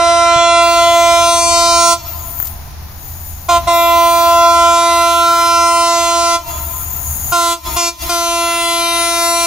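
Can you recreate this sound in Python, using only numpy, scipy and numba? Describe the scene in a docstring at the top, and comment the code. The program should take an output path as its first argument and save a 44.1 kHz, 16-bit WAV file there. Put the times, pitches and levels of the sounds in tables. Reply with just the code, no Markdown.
"""An air horn sounds long and short blasts from a diesel locomotive approaching over open wet fields.
Its partials are summed pulse by pulse and shimmer in the air; trees return them as a smear of noise,
mostly at the same and lowered pitches. The engine drones as noise plus a wavering tone, and insects are
crowds of ringing clicks; these surroundings sink under most blasts and come back after them.
A soft bump and dry rustles close by are single decaying bursts."""
import sys
import numpy as np
from scipy import signal
from scipy.io import wavfile
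from scipy.ndimage import uniform_filter1d
from numba import njit

SR = 44100
rng = np.random.default_rng(int(sys.argv[2]) if len(sys.argv) > 2 else 0)


def to_wav(sig):
    """Store sig (one row per channel, or 1-D mono) as 16-bit WAV at the path in sys.argv[1].

    Samples outside -1..1 are clipped; the rate is SR.
    """
    pcm = np.clip(np.atleast_2d(sig), -1, 1) * 32767
    pcm = np.round(pcm).astype(np.int16)
    wavfile.write(sys.argv[1], SR, pcm.T)  # frames by channels


def volts_from_db(level):
    """Convert decibel levels to linear amplitude ratios."""
    exponent = np.asarray(level, float) / 20
    return 10 ** exponent


N = 417186
TIME = np.arange(N) / SR


def evened(x):
    """Scales to rms 1."""
    return x / np.sqrt(np.mean(abs(x) ** 2) + 1e-20)


def read(points, hz, axis=1):
    """Reads one column of a table on a log-frequency axis."""
    table = np.transpose(points)
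    return np.interp(np.log(hz + 1), np.log(table[0] + 1), table[axis])


def curve(rows, t):
    """Reads a (time, value) curve."""
    return np.interp(t, *np.transpose(rows))


def panned(db):
    """Left and right gains for a level difference."""
    return volts_from_db(np.array([db, -db]) / 2)


def swell(rate_hz):
    """Slow random movement of rms 1: twenty sines up to rate_hz."""
    t = TIME[::200]
    sines = [np.sin(2 * np.pi * (f * t + rng.random())) for f in rate_hz * np.geomspace(.1, 1, num=20)]
    return np.interp(TIME, t, evened(sum(sines)))


def wander(frames, step_s, rate_hz):
    """Complex random movement, one line per partial, mostly below rate_hz."""
    z = rng.standard_normal((frames, len(BELL), 2)) @ [1, 1j]
    lowpass = signal.butter(2, rate_hz, fs=1 / step_s, output="sos")
    # a mirrored run-in lets the filter settle
    return evened(signal.sosfilt(lowpass, np.vstack([z[::-1], z]), axis=0)[frames:])


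def frame_axes(size):
    """Bin frequencies and frame times of the short-time transform."""
    return np.fft.rfftfreq(size, 1 / SR), np.arange(4 * N // size + 5) * size / 4 / SR


def paired_noise(magnitude, same):
    """Two channels of noise from a bins x frames magnitude and a left-right likeness per bin."""
    a, b, c, d = rng.standard_normal((*magnitude.shape[::-1], 4)).T
    same = np.clip(same, -1, 1)[:, None]
    left = a + 1j * b
    right = same * left + np.sqrt(1 - same ** 2) * (c + 1j * d)
    return np.array([left, right]) * magnitude


def to_sound(z):
    """Inverse short-time transform, 75% overlap."""
    size = 2 * (z.shape[1] - 1)
    return signal.istft(z, nperseg=size, noverlap=size * 3 // 4)[1][:, :N]


# horn blasts: (valve opens [s], valve shuts [s], settled pitch [Hz], pitch overshoot [share],
# sinking of the surroundings [dB])
BLASTS = [(-1, 1.93, 340, .03, 4), (3.485, 3.57, 340.5, .03, 0), (3.67, 6.355, 339.6, .015, 9),
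          (7.318, 7.53, 340, .036, 17), (7.762, 7.885, 340.4, .03, 18), (8.09, 9.6, 339.8, .03, 11)]
# tone colour of the horn's bell, relative within each group: (partial [number], level [dB])
BELL = [(1, -16), (2, -3), (3, 0), (4, -4), (5, -35), (6, -21), (7, -21), (8, -21.5), (9, -23.5),
        (10, -22.5), (11, -23), (12, -21), (13, -21.5), (14, -21), (15, -22), (16, -19), (17, -21),
        (18, -20), (19, -21), (20, -21), (21, -24), (22, -24.5), (23, -26), (24, -23), (25, -27.5),
        (26, -23), (27, -38), (28, -24), (29, -27), (30, -23), (31, -31.5), (32, -24.5), (33, -30),
        (34, -28.5), (35, -35), (36, -36), (37, -35), (38, -33), (39, -37), (40, -38), (41, -35), (42, -35),
        (43, -38), (44, -40), (45, -37), (46, -36)]
# groups of partials that move together: (highest partial of the group [number])
GROUP_TOP = [1, 2, 3, 4, 12, 26, 35, 46]
# the three strongest partials drift in balance and weaken on the way:
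# (time [s], 2nd partial level [dB], 3rd partial level [dB], 4th partial level [dB])
BODY = [(0, -11, -17, -15.5), (.4, -12, -15.5, -15.5), (.8, -10.5, -15, -16), (1.17, -12.5, -15.5, -21),
        (1.46, -15, -14.5, -23), (1.93, -16, -14, -18), (3.5, -13, -12, -21.5), (4.1, -14, -12, -22),
        (4.46, -12.5, -10, -15), (5.09, -17, -14.5, -15.5), (5.3, -19, -13, -13.5), (6.0, -17, -14, -20.5),
        (6.36, -18.5, -14, -19), (7.33, -19, -16.5, -17), (7.53, -24, -18, -24), (7.78, -22, -19, -25),
        (7.89, -25, -25, -29), (8.1, -22, -21.5, -23), (8.85, -22.5, -21.5, -25), (9.46, -19.5, -19, -23)]
# partials 5-12 together: (time [s], level [dB])
MIDDLE = [(0, -20), (.5, -19.5), (1, -21.5), (1.9, -22), (3.55, -21.5), (4.4, -23.5), (5.1, -21.5),
          (6.0, -24), (7.4, -23), (8.2, -24), (8.7, -20.5), (9.46, -21)]
# the treble opens as the train nears, in waves:
# (time [s], partials 13-26 level [dB], partials 27-35 level [dB])
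TREBLE = [(0, -28.5, -45), (.5, -24.5, -46), (.9, -25, -40), (1.2, -21, -33), (1.5, -16.5, -32),
          (1.9, -15.5, -33), (3.5, -25, -46), (3.9, -28.5, -40), (4.72, -23.5, -35), (5.2, -26.5, -33),
          (6.0, -20.5, -34.5), (7.35, -23, -30), (7.8, -19.5, -30), (8.5, -25.5, -29), (8.8, -25, -25.5),
          (9.46, -19.5, -24)]
# partials 36-46, whose level is heard jumping up and down at random: (time [s], level [dB])
TOP_JUMPS = [(0, -65), (.59, -66), (.63, -42), (1.0, -38), (1.5, -48), (1.9, -37), (3.71, -42), (3.75, -30),
             (4.2, -32), (4.7, -44), (5.15, -36), (6.1, -46), (7.33, -37), (9.1, -43), (9.46, -34)]
FIRST_DB = -28.5  # steady level of the lowest partial
ATTACK_S, TREBLE_LAG = .007, .01  # base rise as pressure builds; each higher partial rises more slowly
# fall after the valve shuts: dB reached after RELEASE_S, made steeper up high by TREBLE_DROP
RELEASE_S, RELEASE_DB, RELEASE_BEND, TREBLE_DROP = .05, -18, 1.2, .12


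def partial_db(t):
    """Level of each partial (time x partials): bell shape within each group, group level, valve."""
    order, bell_db = np.transpose(BELL)
    group = np.searchsorted(GROUP_TOP, order)
    group_power = np.bincount(group, volts_from_db(2 * bell_db))
    bell_db = bell_db - 10 * np.log10(group_power)[group]
    levels = [FIRST_DB + 0 * t]
    for table in (BODY, MIDDLE, TREBLE, TOP_JUMPS):
        s, *columns = np.transpose(table)
        levels += [np.interp(t, s, db) for db in columns]
    levels = np.transpose(levels)
    valve = np.zeros((len(t), len(order)))
    for opens, shuts, *rest in BLASTS:
        rise = np.clip((t[:, None] - opens) / (ATTACK_S * (1 + TREBLE_LAG * order)), 0, 1)
        since_shut = np.maximum(t - shuts, 0)[:, None]
        fall_db = RELEASE_DB * (since_shut / RELEASE_S) ** RELEASE_BEND * order ** TREBLE_DROP
        valve = np.maximum(valve, rise * volts_from_db(fall_db))
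    return levels[:, group] + bell_db + 20 * np.log10(valve + 1e-6)


@njit
def stack(turns, gains, hop):
    """Sums the partials of one phase, each with its slowly moving complex gain per channel."""
    out = np.zeros((2, len(turns)))
    for i in range(len(turns)):
        j, u, step = i // hop, (i % hop) / hop, np.exp(2j * np.pi * turns[i])
        for c in range(2):
            spin = step
            for k in range(gains.shape[2]):
                out[c, i] += (spin * (gains[c, j, k] + u * (gains[c, j + 1, k] - gains[c, j, k]))).imag
                spin *= step
    return out


# shape of the air-scattered sound against the direct, before gains: (frequency [Hz], level [dB])
SHIMMER = [(340, -19), (1000, -16), (2000, -4), (5000, -4), (15000, 2)]
# stereo balance of the horn: (frequency [Hz], left minus right [dB])
HORN_PAN = [(60, -1.0), (130, 0.0), (290, -0.5), (640, -1.0), (1410, -2.5), (3100, 3), (6820, 0),
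            (15000, 17.5)]
# stereo phase of the horn: (frequency [Hz], left lead [rad])
HORN_LEAD = [(700, 0), (1000, -.5), (2000, -.5), (4000, -1.1), (8000, -1.2), (15000, -3)]
HORN_HZ, SETTLE_S = 340, .038  # nominal pitch; time constant of the pitch overshoot


def horn(hop=128):
    """A beating diaphragm: sharp regular pulses whose partials fade in and out along the turbulent path."""
    t = np.arange(N // hop + 2) * hop / SR
    frames, step_s = len(t), hop / SR
    order = np.transpose(BELL)[0]
    hz, unsteady = np.zeros(N), np.zeros(frames)
    for opens, shuts, settled_hz, overshoot, sink_db in BLASTS:
        since = TIME - opens
        glide_hz = settled_hz * (1 + overshoot * np.exp(-abs(since) / SETTLE_S))
        hz[since >= 0] = glide_hz[since >= 0]
        unsteady += np.exp(-abs(t - opens) / 0.053)  # the first beats are ragged
    partial_hz = HORN_HZ * order
    scatter = volts_from_db(read(SHIMMER, partial_hz))
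    shared = wander(frames, step_s, 2.35)
    own = [wander(frames, step_s, 1.96) for side in range(2)]
    # eddies roughen each line in gusts
    gusts = abs(wander(frames, step_s, 4.0)) ** 1.5
    flutter = 0.27 * scatter * wander(frames, step_s, 43.0) * gusts
    ragged = 0.72 * unsteady[:, None] * np.minimum(order / 6.4, 1) * wander(frames, step_s, 150.0)
    path = np.array([1 + scatter * (0.91 * shared + 1.0 * side) + flutter for side in own])
    path = path / np.sqrt(1 + scatter ** 2) + ragged
    lead = np.exp(.5j * np.outer([1, -1], read(HORN_LEAD, partial_hz)))
    held_back = np.exp(-1.4j * np.maximum(5 - order, 0) ** 2)  # the bell delays its lowest partials
    stereo = (panned(read(HORN_PAN, partial_hz)) * lead * held_back)[:, None]
    gains = np.sqrt(2) * volts_from_db(partial_db(t)) * path * stereo
    return stack(np.cumsum(hz) / SR, gains, hop)


# slow level of the surroundings: (time [s], level [dB])
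AROUND = [(0, -31.5), (.7, -32), (1.6, -29), (2.05, -30.5), (2.5, -29.5), (3.48, -30.5), (3.7, -24),
          (3.87, -26), (4.6, -25.5), (5.1, -29.5), (6, -31), (6.4, -27), (6.75, -29), (7.31, -25),
          (8.1, -26.5), (8.5, -31), (9.46, -32)]
SINK_S, HOLD_S, RETURN_S = .025, .095, .045  # they sink, stay down past the blast, come back


def around_db(t):
    """Slow level of the surroundings, lowered by each blast's own amount while it sounds."""
    sunk = []
    for opens, shuts, hz, overshoot, sink_db in BLASTS:
        corners = [opens, opens + SINK_S, shuts + HOLD_S, shuts + HOLD_S + RETURN_S]
        sunk.append(sink_db * np.interp(t, corners, [0, 1, 1, 0]))
    return curve(AROUND, t) - np.max(sunk, axis=0)


# echoes off trees all round a moving horn: (pitch against the direct [share], relative level [dB])
DOPPLER = [(0.891, -81), (.902, -24), (0.909, -8.5), (.92, -24.5), (.93, -21), (.96, -27), (.994, -17),
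           (1.001, 3.5), (1.007, -28), (1.062, -26), (1.1, -70)]
# colour and ring of the trees: (frequency [Hz], relative level [dB], decay by 60 dB [s])
ECHO = [(296, -0.5, 1.95), (690, -10.5, 1.9), (1400, -11.5, 2.8), (3000, -9, 2), (6160, -9.5, 0.65),
        (15000, -26, .6)]


def echoes(size=4096, lag_s=0.058):
    """Trees return each partial as a smear of shifted pitches that dies away band by band."""
    hz, t = frame_axes(size)
    share, share_db = np.transpose(DOPPLER)
    smear = np.array([volts_from_db(2 * np.interp(hz / (k * HORN_HZ), share, share_db)) / k for k, db in BELL])
    # scene() applies the surroundings' level, so it is taken out of what is sent
    sent_db = partial_db(np.maximum(t - lag_s, 0)) - around_db(t - lag_s)[:, None]
    sent = volts_from_db(2 * sent_db) @ smear
    keep = volts_from_db(-120 * t[1] / read(ECHO, hz, axis=2))  # power kept from frame to frame
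    held = sent.copy()
    for j in range(1, len(t)):
        held[j] = keep * held[j - 1] + (1 - keep) * sent[j]
    magnitude = volts_from_db(read(ECHO, hz))[:, None] * np.sqrt(held.T)
    # (frequency [Hz], left-right likeness [share])
    likeness = read([(300, 0.93), (1100, 0.2), (2000, 0.3), (8000, 0.68)], hz)
    return to_sound(paired_noise(magnitude, likeness))


# spectrum shape of distant train and field murmur: (frequency [Hz], relative density [dB per Hz])
FIELD = [(20, -11), (42, -17), (52, -2), (62, -21), (100, -15.5), (130, -14.5), (200, -26), (300, -30),
         (560, -35), (680, -26), (1000, -28), (1100, -32), (2000, -35.5), (3000, -39.5), (6100, -36),
         (7500, -66)]
# width of the murmur: (frequency [Hz], left-right likeness [share])
FIELD_SAME = [(30, .5), (75, .95), (140, 0.8), (300, .6), (1600, 0.17), (5000, 0)]
# stereo balance of the murmur and the insects: (frequency [Hz], left minus right [dB])
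FIELD_PAN = [(60, -1), (150, -0.5), (380, 0.5), (950, -0.5), (2380, 0.0), (5980, 1.5), (15000, 12)]
# centre pitch of the exhaust drone: (time [s], frequency [Hz])
FIRING = [(0, 81), (3, 79.2), (6.5, 77.7), (7.3, 74), (7.8, 69), (9.46, 70)]
HUM_DB, HUM_WAVER_DB = -2.5, 2  # steady core of the drone against rms 1, and its rms waver


def train(size=4096):
    """Exhaust drone as a wavering low tone and a narrow noise band over a broad murmur."""
    hz, t = frame_axes(size)
    drone = volts_from_db(-7) / (1 + ((hz[:, None] - curve(FIRING, t)) / 6.2) ** 4)
    z = paired_noise(volts_from_db(read(FIELD, hz))[:, None] + drone, read(FIELD_SAME, hz))
    murmur = volts_from_db(-1.2) * evened(to_sound(z * panned(read(FIELD_PAN, hz))[:, :, None]))
    hum_hz = curve(FIRING, TIME) + 1.5 * swell(5)
    hum = np.sin(2 * np.pi * np.cumsum(hum_hz) / SR)
    return murmur + np.sqrt(2) * volts_from_db(HUM_DB + HUM_WAVER_DB * swell(18)) * hum


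# insect chorus against the surroundings, before each kind's own level:
# (time [s], low and broad-band singers level [dB], narrow high-band singers level [dB])
INSECTS = [(0, -26, -34), (.58, -26, -34), (.65, -16, -20), (1.9, -15, -18), (2.1, -11, -2), (2.48, -7, -3),
           (2.75, -24, -20), (3.08, -11, -5), (3.46, -14, -11), (3.75, -19, -22), (6.3, -15, -18),
           (6.55, -4, -2), (7.25, -3, 0), (7.4, -7, -9), (8.1, -7, -10), (9.46, -9, -16)]
# kinds of singer, low, broad-band and narrow high-band:
# (band bottom [Hz], band top [Hz], click spread [dB], level added to the chorus [dB])
SINGERS = [(6450, 7120, 1.5, -1), (9250, 15500, 1.5, 3), (13600, 15000, 2.4, 1)]
SWELL_DB, SWELL_HZ = 2.5, 6  # rms depth and fastest rate of the random swelling


def insects():
    """Crowds of tiny clicks, each kind ringing in its own band and swelling at random."""
    s, low_and_broad, narrow_high = np.transpose(INSECTS)
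    choruses = (low_and_broad, low_and_broad, narrow_high)
    out = np.zeros((2, N))
    for (low_hz, high_hz, spread_db, db), chorus_db in zip(SINGERS, choruses):
        strength = volts_from_db(spread_db * rng.exponential(1, (3, N)))
        sparse = rng.random((3, N)) < .15
        clicks = rng.standard_normal((3, N)) * strength * sparse
        band = signal.butter(6, [low_hz, high_hz], "band", fs=SR, output="sos")
        # the third row of clicks is common to both sides
        rung = evened(signal.sosfilt(band, clicks[:2] + 0.58 * clicks[2]))
        level_db = np.interp(TIME, s, chorus_db) + db + SWELL_DB * swell(SWELL_HZ)
        out += rung * volts_from_db(level_db) * panned(read(FIELD_PAN, (low_hz + high_hz) / 2))[:, None]
    return out


# soft bumps on the microphone: (time [s], starting level [dB], pitch [Hz], decay by 60 dB [s])
THUMPS = [(0.36, -19, 130, 0.1)]


def bumps():
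    """A dull bump: a low sine dying away."""
    out, t = np.zeros((2, N)), np.arange(4000) / SR
    for s, db, hz, t60 in THUMPS:
        out[:, round(s * SR):][:, :4000] += volts_from_db(db - 60 * t / t60) * np.sin(2 * np.pi * hz * t)
    return out


# grass rustles close by:
# (time [s], noise level before filtering [dB], left minus right [dB], decay by 60 dB [s])
CRACKLES = [(2.452, -22, 5, .08), (2.47, -16, 9, .04)]


def rustles():
    """Dry grass: bursts of filtered noise with a quick fade-in and decay."""
    out, t = np.zeros((2, N)), np.arange(4000) / SR
    for s, db, pan_db, t60 in CRACKLES:
        grain = np.diff(uniform_filter1d(rng.standard_normal(4001), size=3))
        snap = grain * volts_from_db(db - 60 * t / t60) * np.minimum(t / .003, 1)
        out[:, round(s * SR):][:, :4000] += panned(pan_db)[:, None] * snap
    return out


def scene():
    """The horn in front; echoes, train and insects share one level; bump and rustles close by."""
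    surroundings = volts_from_db(around_db(TIME)) * (echoes() + train() + insects())
    return horn() + surroundings + bumps() + rustles()


# deepest suppression: (frequency [Hz], gain [dB])
CUT = [(250, -2), (500, -10), (800, -3), (1800, -28), (6200, -28), (7200, -8)]


def suppressed(x, reach=24, under_db=-20.0):
    """Noise suppressor: turns down whatever lies far under the strong tones within reach [bins]."""
    hz, t, z = signal.stft(x, SR, nperseg=2048, noverlap=1536)
    power = uniform_filter1d(abs(z) ** 2, size=3, axis=2)
    nearby = uniform_filter1d(power, size=2 * round(reach) + 1, axis=1)
    ratio = (power / (volts_from_db(2 * under_db) * nearby + 1e-20)) ** 2
    return to_sound(z * (ratio + volts_from_db(read(CUT, hz))[:, None]) / (ratio + 1))


def low_pass(x):
    """Removes everything above the highest recorded frequency."""
    return signal.sosfilt(signal.butter(12, 15810, fs=SR, output="sos"), x)


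def record(dry):
    """Noise suppressor, band limit and full-scale ceiling make the finished mix."""
    band = signal.firwin(511, 15800, window=("kaiser", 9), fs=SR)
    limited = signal.oaconvolve(suppressed(dry), band[None], "same")
    mix = np.clip(limited, -1, 1)
    return low_pass(mix)


dry = scene()
out = record(dry)
to_wav(out)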